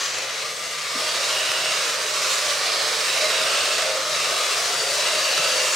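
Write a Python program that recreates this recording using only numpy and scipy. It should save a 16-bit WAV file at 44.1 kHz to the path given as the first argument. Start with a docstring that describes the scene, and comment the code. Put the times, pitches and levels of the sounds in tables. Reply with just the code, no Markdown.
"""Toy robots on a wooden floor.

A living room, with a hand-held microphone close to four shuffling battery toys and more by the far wall.
Loose gear teeth click hundreds of times a second and rattle the hollow bodies, whose resonances swell
and fade as the toys turn and pass. Gear trains sing for a moment and a few sharp ticks stand out.
Underneath, motors hum through the boards, a few soft bumps sound and the room rumbles faintly."""
import sys
import numpy as np
from scipy import signal
from scipy.fft import rfft, irfft, next_fast_len
from scipy.io import wavfile
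from scipy.ndimage import uniform_filter1d

SR = 44100
rng = np.random.default_rng(int(sys.argv[2]) if len(sys.argv) > 2 else 0)


def wav_out(sig):
    """Save sig, one row per channel (or a flat mono array), as 16-bit PCM at SR to the path in sys.argv[1]."""
    wavfile.write(sys.argv[1], SR, np.round(np.clip(np.atleast_2d(sig).T, -1, 1) * 32767).astype(np.int16))


N = 253575

# one gearbox per close robot: (tooth rate [Hz], slow wheel [Hz], stride rate [Hz], level [dB],
# left minus right [dB], steady whine relative to the low rattle [dB])
CLOSE_ROBOTS = [(1178.5, 16.3, 2.3, -3, 1, -20), (625.8, 24.3, 2.1, -3, 5, -13.5),
                (533.6, 14, 2.6, -3, 0, -15), (587.4, 12, 1.9, -4, 2, -20)]
# colour of the hollow shells: (frequency [Hz], gain [dB])
SHELL_COLOUR = [(40, -33), (100, -25), (230, -20), (310, -11.5), (420, -1), (660, 0.5), (820, -4.5),
                (1000, -1.5), (1350, 1.5), (2200, 1), (3400, 1), (5600, -0.5), (7200, -5.5), (8400, -7.5),
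                (12000, -19.5), (15500, -27)]
# the low rattle follows how near the toys are to the microphone: (time [s], level [dB])
LOW_RATTLE = [(0, -38.5), (.4, -43), (.85, -44.5), (1.0, -37), (1.15, -36.5), (1.29, -37), (1.45, -35.5),
              (1.65, -36), (2.2, -37), (3.05, -34.5), (3.3, -33), (3.95, -34), (4.12, -38), (4.3, -33),
              (4.55, -36), (5.0, -34.5), (5.15, -32), (5.28, -35), (5.42, -33), (5.75, -35.5)]


def rattle():
    """Close up, the gearboxes sound through their shells, in three bands that change as the toys move."""
    # surges as the toys stride, turn and pass: (time [s], middle level [dB], treble level [dB])
    surges = [(0.0, -26, -31.5), (0.05, -26.5, -30), (0.09, -28.5, -33), (0.169, -28.5, -33.5),
              (0.26, -30, -36.5), (0.42, -28.5, -35.5), (0.55, -32.7, -36), (0.72, -31, -35),
              (0.85, -29.5, -35), (0.93, -28, -33.5), (0.99, -26, -31.5), (1.15, -25.5, -31),
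              (1.29, -24, -29), (1.42, -24.5, -30.5), (1.58, -25, -31.5), (1.75, -24, -30),
              (1.9, -25, -29.7), (1.98, -27, -32.5), (2.1, -27.3, -31), (2.18, -25, -29.5),
              (2.3, -23.5, -27), (2.44, -24.7, -29.7), (2.51, -23, -28.3), (2.59, -25.5, -31.5),
              (2.66, -23, -30.5), (2.8, -25, -30.9), (3.0, -24.5, -29.5), (3.1, -24, -28.5),
              (3.21, -22.5, -28), (3.45, -23.3, -29.5), (3.6, -22.5, -28.5), (3.84, -24.5, -30),
              (3.93, -26.3, -32.5), (4.085, -27, -32), (4.125, -24, -30), (4.4, -24, -29), (4.65, -25, -29),
              (4.87, -25.5, -29), (4.949, -25, -27.5), (5.05, -22, -28.5), (5.22, -24, -29),
              (5.37, -23, -28.5), (5.47, -23, -27.5), (5.6, -22.8, -27.5), (5.75, -25, -26.5)]
    # where the toys stand before the microphone: (time [s], left minus right [dB])
    bearing = [(0.0, -0.5), (0.78, -0.5), (1.25, -2.5), (3.25, -3), (4.74, -0.5), (5.75, -1.5)]
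    bands_hz = [(40, 900), (900, 5500), (5500, 19000)]
    gears = sum(gearbox(tooth_hz, wheel_hz, stride_hz) * undb(db) * pan(side_db)
                for tooth_hz, wheel_hz, stride_hz, db, side_db, _ in CLOSE_ROBOTS)
    shells = colour(room(gears), SHELL_COLOUR)
    levels_db = curves(LOW_RATTLE) + curves(surges)
    bands = sum(body_resonances(shells, edges) * undb(db) for edges, db in zip(bands_hz, levels_db))
    return bands * pan(curves(bearing)[0])


def gearbox(tooth_hz, wheel_hz, stride_hz, backlash=0.18, rebound=0.3, scatter_db=3):
    """Gear teeth strike one after another, each a little early or late; loose parts chatter along."""
    t = np.arange(N) / SR
    load = np.sin(2 * np.pi * (stride_hz * t + rng.random()))
    speed = 1 - 0.015 * load + 0.018 * walk(14)  # the motor slows as a leg pushes
    motor_s = np.cumsum(speed) / SR
    wobble = np.sin(2 * np.pi * (wheel_hz * motor_s + rng.random()))
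    force = undb(0.03 * load + 1.23 * wobble)  # an off-centre wheel presses harder once a turn
    late, size = rng.standard_normal((N // 20, 2)).T
    flank = np.where(rng.random(len(late)) < rebound, -1, 1)  # some teeth rebound onto their back flank
    strength = flank * undb(scatter_db * size)
    strike_s = (np.arange(len(late)) + backlash * late) / tooth_hz
    at = np.interp(strike_s, motor_s, np.arange(N), left=-1, right=-1)
    teeth = np.bincount(at[at >= 0].astype(int), strength[at >= 0], N)
    chatter = unit(rng.standard_normal(N) * (rng.random(N) < 6000 / SR))  # about 6000 ticks a second
    clicks = disperse(force * (unit(teeth - teeth.mean()) + undb(-1) * chatter))
    return unit(clicks + undb(-5) * shifting_ring(clicks, t60=0.049))


def disperse(x, spread=0.58, stages=6):
    """Bending waves cross a panel faster in the treble, which smears each click."""
    return signal.sosfilt([[-spread, 1, 0, 1, -spread, 0]] * stages, x)


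def body_resonances(sound, edges_hz):
    """One band of the rattle at rms near 1; beamed resonances draw a changing share of its energy."""
    # always heard, the air cavity first and then the panels: (frequency [Hz], width [Hz], lift [dB])
    body_modes = [(573, 260, 1.2), (1137, 350, 2.5), (2750, 220, 1.1), (3910, 550, 1.8), (4510, 650, 1.4)]
    # a body turns toward the microphone and away again, so one resonance swells:
    # (middle [s], length [s], frequency [Hz], width [Hz], lift [dB])
    turns = [(.03, 0.51, 6500, 2000, 6.5), (0.097, 0.48, 1900, 600, 2.5), (.62, 0.59, 2050, 500, 3),
             (.8, 0.91, 1180, 240, 3.5), (1.15, 0.4, 4300, 1400, 2), (1.35, .4, 3850, 500, 3),
             (1.51, 0.69, 2820, 720, 4), (1.7, .4, 1450, 600, 2), (1.78, .3, 8380, 604, 4),
             (1.903, 1.5, 600, 210, 2), (2.3, 0.24, 7000, 1800, 3), (2.47, .72, 1195, 340, 3),
             (2.8, 0.47, 4400, 1000, 3), (2.846, .4, 5300, 280, 7), (3.21, .56, 3860, 560, 3.5),
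             (3.208, 0.25, 2150, 600, 3.5), (3.45, 0.8, 2700, 750, 3.5), (3.55, 0.41, 1220, 480, 5),
             (3.73, 0.5, 8400, 700, 4.5), (3.7, 1.47, 600, 190, 4.8), (4.24, 0.72, 1207, 340, 5.5),
             (4.27, 0.42, 3900, 500, 3.8), (4.26, 0.32, 2770, 500, 3.5), (4.719, .34, 1330, 398, 4.5),
             (4.876, 0.25, 4620, 600, 6.5), (5.06, 0.37, 4030, 450, 6.5), (5.25, 1.1, 4570, 520, 4.5),
             (5.357, .16, 4000, 450, 7), (5.36, 0.84, 2760, 680, 4.5), (5.46, 0.21, 1280, 400, 4),
             (5.4, 1.1, 593, 190, 4.5)]
    bandpass = signal.butter(4, edges_hz, "band", fs=SR, output="sos")
    padded = np.pad(sound, ((0, 0), (0, SR // 10)))
    band = unit(signal.sosfiltfilt(bandpass, padded, padtype=None)[:, :N])
    beamed_modes = [(hz, width, db * swell(middle, length)) for middle, length, hz, width, db in turns]
    out, power = band, 1
    for hz, width, db in body_modes + beamed_modes:
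        if edges_hz[0] < hz < edges_hz[1]:
            peak = np.concatenate(signal.iirpeak(hz, hz / width, fs=SR))
            mode = signal.sosfilt([peak, peak], band)
            gain = undb(db) - 1
            out = out + gain * mode
            power = power + gain ** 2 * np.mean(mode ** 2)
    return out / np.sqrt(power)


def gear_whine():
    """Each tooth rate sounds as a faint tone; a gear train sings out while it runs smoothly."""
    # moments of smooth running: (middle [s], length [s], pitch [Hz], rms level [dB])
    smooth_runs = [(.45, 0.49, 445, -51), (.6, 0.86, 1189, -45.5), (1.32, 0.13, 635, -37.5),
                   (1.623, 0.35, 636, -40.5), (2.12, 0.43, 611, -42), (2.15, 0.44, 445, -47.5),
                   (2.318, .24, 534, -38.5), (2.607, .5, 599, -42.5), (2.8, .5, 738, -48),
                   (2.9, 0.63, 448, -46), (3.244, 0.12, 614, -31), (3.416, 0.21, 631.5, -34),
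                   (3.4, 0.68, 534, -41), (3.618, 0.28, 631, -37), (3.88, 0.27, 627, -34.5),
                   (3.954, 0.26, 532, -33), (4.02, 0.28, 452, -48), (4.35, 0.25, 690, -43),
                   (4.583, 0.27, 654, -39.5), (4.75, 0.31, 714, -41), (4.802, 0.62, 414, -47),
                   (5.164, 0.1, 621, -28.5), (5.59, 0.29, 512, -34.5), (5.602, .22, 625, -34)]
    steady = sum(tone(hz, wander=0.0079, flutter_db=0.5) * undb(db) for hz, *_, db in CLOSE_ROBOTS)
    singing = sum(tone(hz, wander=0.00392, flutter_db=0.5) * undb(db) * swell(middle, length)
                  for middle, length, hz, db in smooth_runs)
    return steady * undb(curves(LOW_RATTLE)[0]) + singing


def sharp_ticks():
    """Brief sharp ticks stand out of the rattle: noise bursts coloured by the shells and the room."""
    # single ticks: (time [s], peak before the room [dB], t60 [s])
    ticks = [(0.184, -16, .035), (1.517, -12, .02), (2.827, -16, .001), (3.782, -13, .02),
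             (3.821, -11, 0.026), (5.378, -9, .025)]
    out, t = np.zeros(N), np.arange(SR // 10) / SR
    for s, db, t60 in ticks:
        burst = rng.standard_normal(len(t)) * decay(t, t60)
        tick = colour(burst, SHELL_COLOUR)[:len(t)]
        add_hit(out, tick, s, db)
    return room(out * pan(0))


def far_robots(level_db=-40.5):
    """The robots by the far wall grind on evenly and reach the microphone mostly through the room."""
    # their hollow colour at a distance: (frequency [Hz], gain [dB])
    far_colour = [(60, -58), (200, -10), (350, -31), (440, 1.5), (520, 4.5), (750, -15), (1200, -46),
                  (1500, -40), (1900, 0), (2800, -15), (9000, -38), (15500, -45)]
    gears = gearbox(tooth_hz=455, wheel_hz=20, stride_hz=2.2) * pan(0)
    return undb(level_db) * unit(colour(room(gears, wet_db=7.5), far_colour))


def floor_bumps(push_s=0.0017):
    """Each bump pushes softly on the boards and rings their low modes."""
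    # soft bumps below the microphone: (time [s], peak [dB], pitch [Hz], t60 [s])
    bumps = [(0.953, -29.5, 275, 0.11), (0.982, -43, 178, .16), (1.494, -41, 157, 0.082),
             (3.415, -38.5, 290, .15), (3.61, -50, 70, .25), (3.87, -53, 58, .25), (5.375, -39, 161, 0.3),
             (5.512, -43, 290, .088)]
    # board modes clustered round each pitch: (frequency [multiple of the pitch], weight [ratio])
    board_modes = [(.78, 0.25), (1, 0.42), (1.21, 0.22)]
    out, t = np.zeros(N), np.arange(SR // 3) / SR
    for s, db, hz, t60 in bumps:
        ring = sum(weight * np.sin(2 * np.pi * (k * hz * t + rng.random())) for k, weight in board_modes)
        thud = ring * (1 - np.exp(-t / push_s)) * decay(t, t60)
        add_hit(out, thud, s, db)
    return out


def motor_hum():
    """Unbalanced rotors drone faintly through the floor."""
    # tones in the boards: (pitch [Hz], rms level [dB], wander [share of the pitch])
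    drones = [(121.5, -63, 0.0072), (149, -59.5, 0.029)]
    return sum(undb(db) * tone(hz, wander, flutter_db=4) for hz, db, wander in drones)


def room_tone(level_db=-58.5):
    """Low rumble of the room, loosely alike at the two microphones."""
    # colour of the still air: (frequency [Hz], gain [dB])
    air_colour = [(25, 0), (50, 0), (80, 4), (170, 12), (400, 3.5), (2000, -29.5)]
    noise = rng.standard_normal((2, N)) + 0.6 * rng.standard_normal(N)
    return undb(level_db) * unit(colour(noise, air_colour))


def room(x, t60=0.43, wet_db=-8, width_db=1):
    """Bare floor and walls answer; the bass reaches both microphones alike."""
    # part of the reverberation that differs between the microphones: (frequency [Hz], gain [dB])
    side_colour = [(120, -17), (300, -26), (550, -9.5), (1100, -2.5), (4000, -2.5), (8000, 0), (13000, 1)]
    mono = x.mean(axis=0)
    mid = shifting_ring(mono, t60)
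    side = colour(shifting_ring(mono, t60), side_colour)
    return x + undb(wet_db) * (mid + undb(width_db) * np.outer([1, -1], side))


def shifting_ring(x, t60, rate_hz=9, count=3):
    """Dense ringing whose fine pattern keeps changing as the toys and the microphone move."""
    knots_s = np.arange(0, N / SR + 1, 1 / rate_hz)
    blends = rng.standard_normal((N // 100, count))[:len(knots_s)]
    weights = np.array(curves(np.column_stack([knots_s, blends])))
    rings = np.array([signal.oaconvolve(x, tail(t60))[:N] for _ in range(count)])
    return np.sum(weights * rings, axis=0) / np.linalg.norm(weights, axis=0)


def tail(t60):
    """Dying noise of unit energy, t60 s long."""
    t = np.arange(int(t60 * SR)) / SR
    ring = rng.standard_normal(SR)[:len(t)] * decay(t, t60)
    return ring / np.linalg.norm(ring)


def decay(t, t60):
    """A fall of 60 dB every t60 s."""
    return np.exp(-np.log(1000) * t / t60)


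def add_hit(out, hit, s, peak_db):
    """Mix in a short sound at time s and the given peak."""
    start = int(s * SR)
    out[start:start + len(hit)] += (undb(peak_db) * hit / np.abs(hit).max())[:N - start]


def tone(hz, wander, flutter_db):
    """An unsteady sine of rms 1."""
    phase = 2 * np.pi * np.cumsum(hz * (1 + wander * walk(30))) / SR
    return unit(np.sin(phase) * undb(flutter_db * walk(24.08)))


def swell(middle, length, fade_s=0.11):
    """A rounded rise from 0 to 1, a hold and a fall."""
    inside_s = length / 2 - np.abs(np.arange(N) / SR - middle)
    return np.sin(np.pi / 2 * np.clip(inside_s / min(fade_s, length / 2), 0, 1))


def walk(rate_hz):
    """Random levels held 1 / rate_hz s and smoothed twice; spread near 1."""
    hold = int(SR / rate_hz)
    steps = np.repeat(rng.standard_normal(N // hold + 1), hold)
    return 1.3 * uniform_filter1d(uniform_filter1d(steps, hold), hold)[:N]


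def colour(x, points):
    """Filter by a spectrum of (frequency [Hz], gain [dB]) points."""
    hz, db = np.transpose(points)
    size = 2 * next_fast_len(N // 2 + SR // 10, real=True)
    bins_hz = np.maximum(np.fft.rfftfreq(size, 1 / SR), 1)
    gain = undb(np.interp(np.log(bins_hz), np.log(hz), db))
    return irfft(rfft(x, size) * gain)[..., :N]


def curves(table):
    """The columns of a timed table at every sample."""
    s, *columns = np.transpose(table)
    return [np.interp(np.arange(N) / SR, s, c) for c in columns]


def pan(db):
    """Left and right gains for a level difference."""
    return undb(np.array([np.atleast_1d(db), -np.atleast_1d(db)]) / 2)


def undb(db):
    """Decibels to gain."""
    return 10 ** (np.asarray(db) / 20)


def unit(x):
    """Scale to rms 1."""
    return x / np.sqrt(np.mean(x ** 2))


def scene():
    """Close and distant robots over the low sounds of floor and room."""
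    close = rattle() + gear_whine() + sharp_ticks()
    return close + far_robots() + floor_bumps() + motor_hum() + room_tone()


def record(dry, drive=1.3, top_hz=15750):
    """The hand-held camera rounds the highest peaks and cuts the top."""
    rounded = np.tanh(drive * dry) / drive
    return signal.sosfilt(signal.ellip(10, 0.2, 80, top_hz, fs=SR, output="sos"), rounded)


dry = scene()
out = record(dry)
wav_out(out)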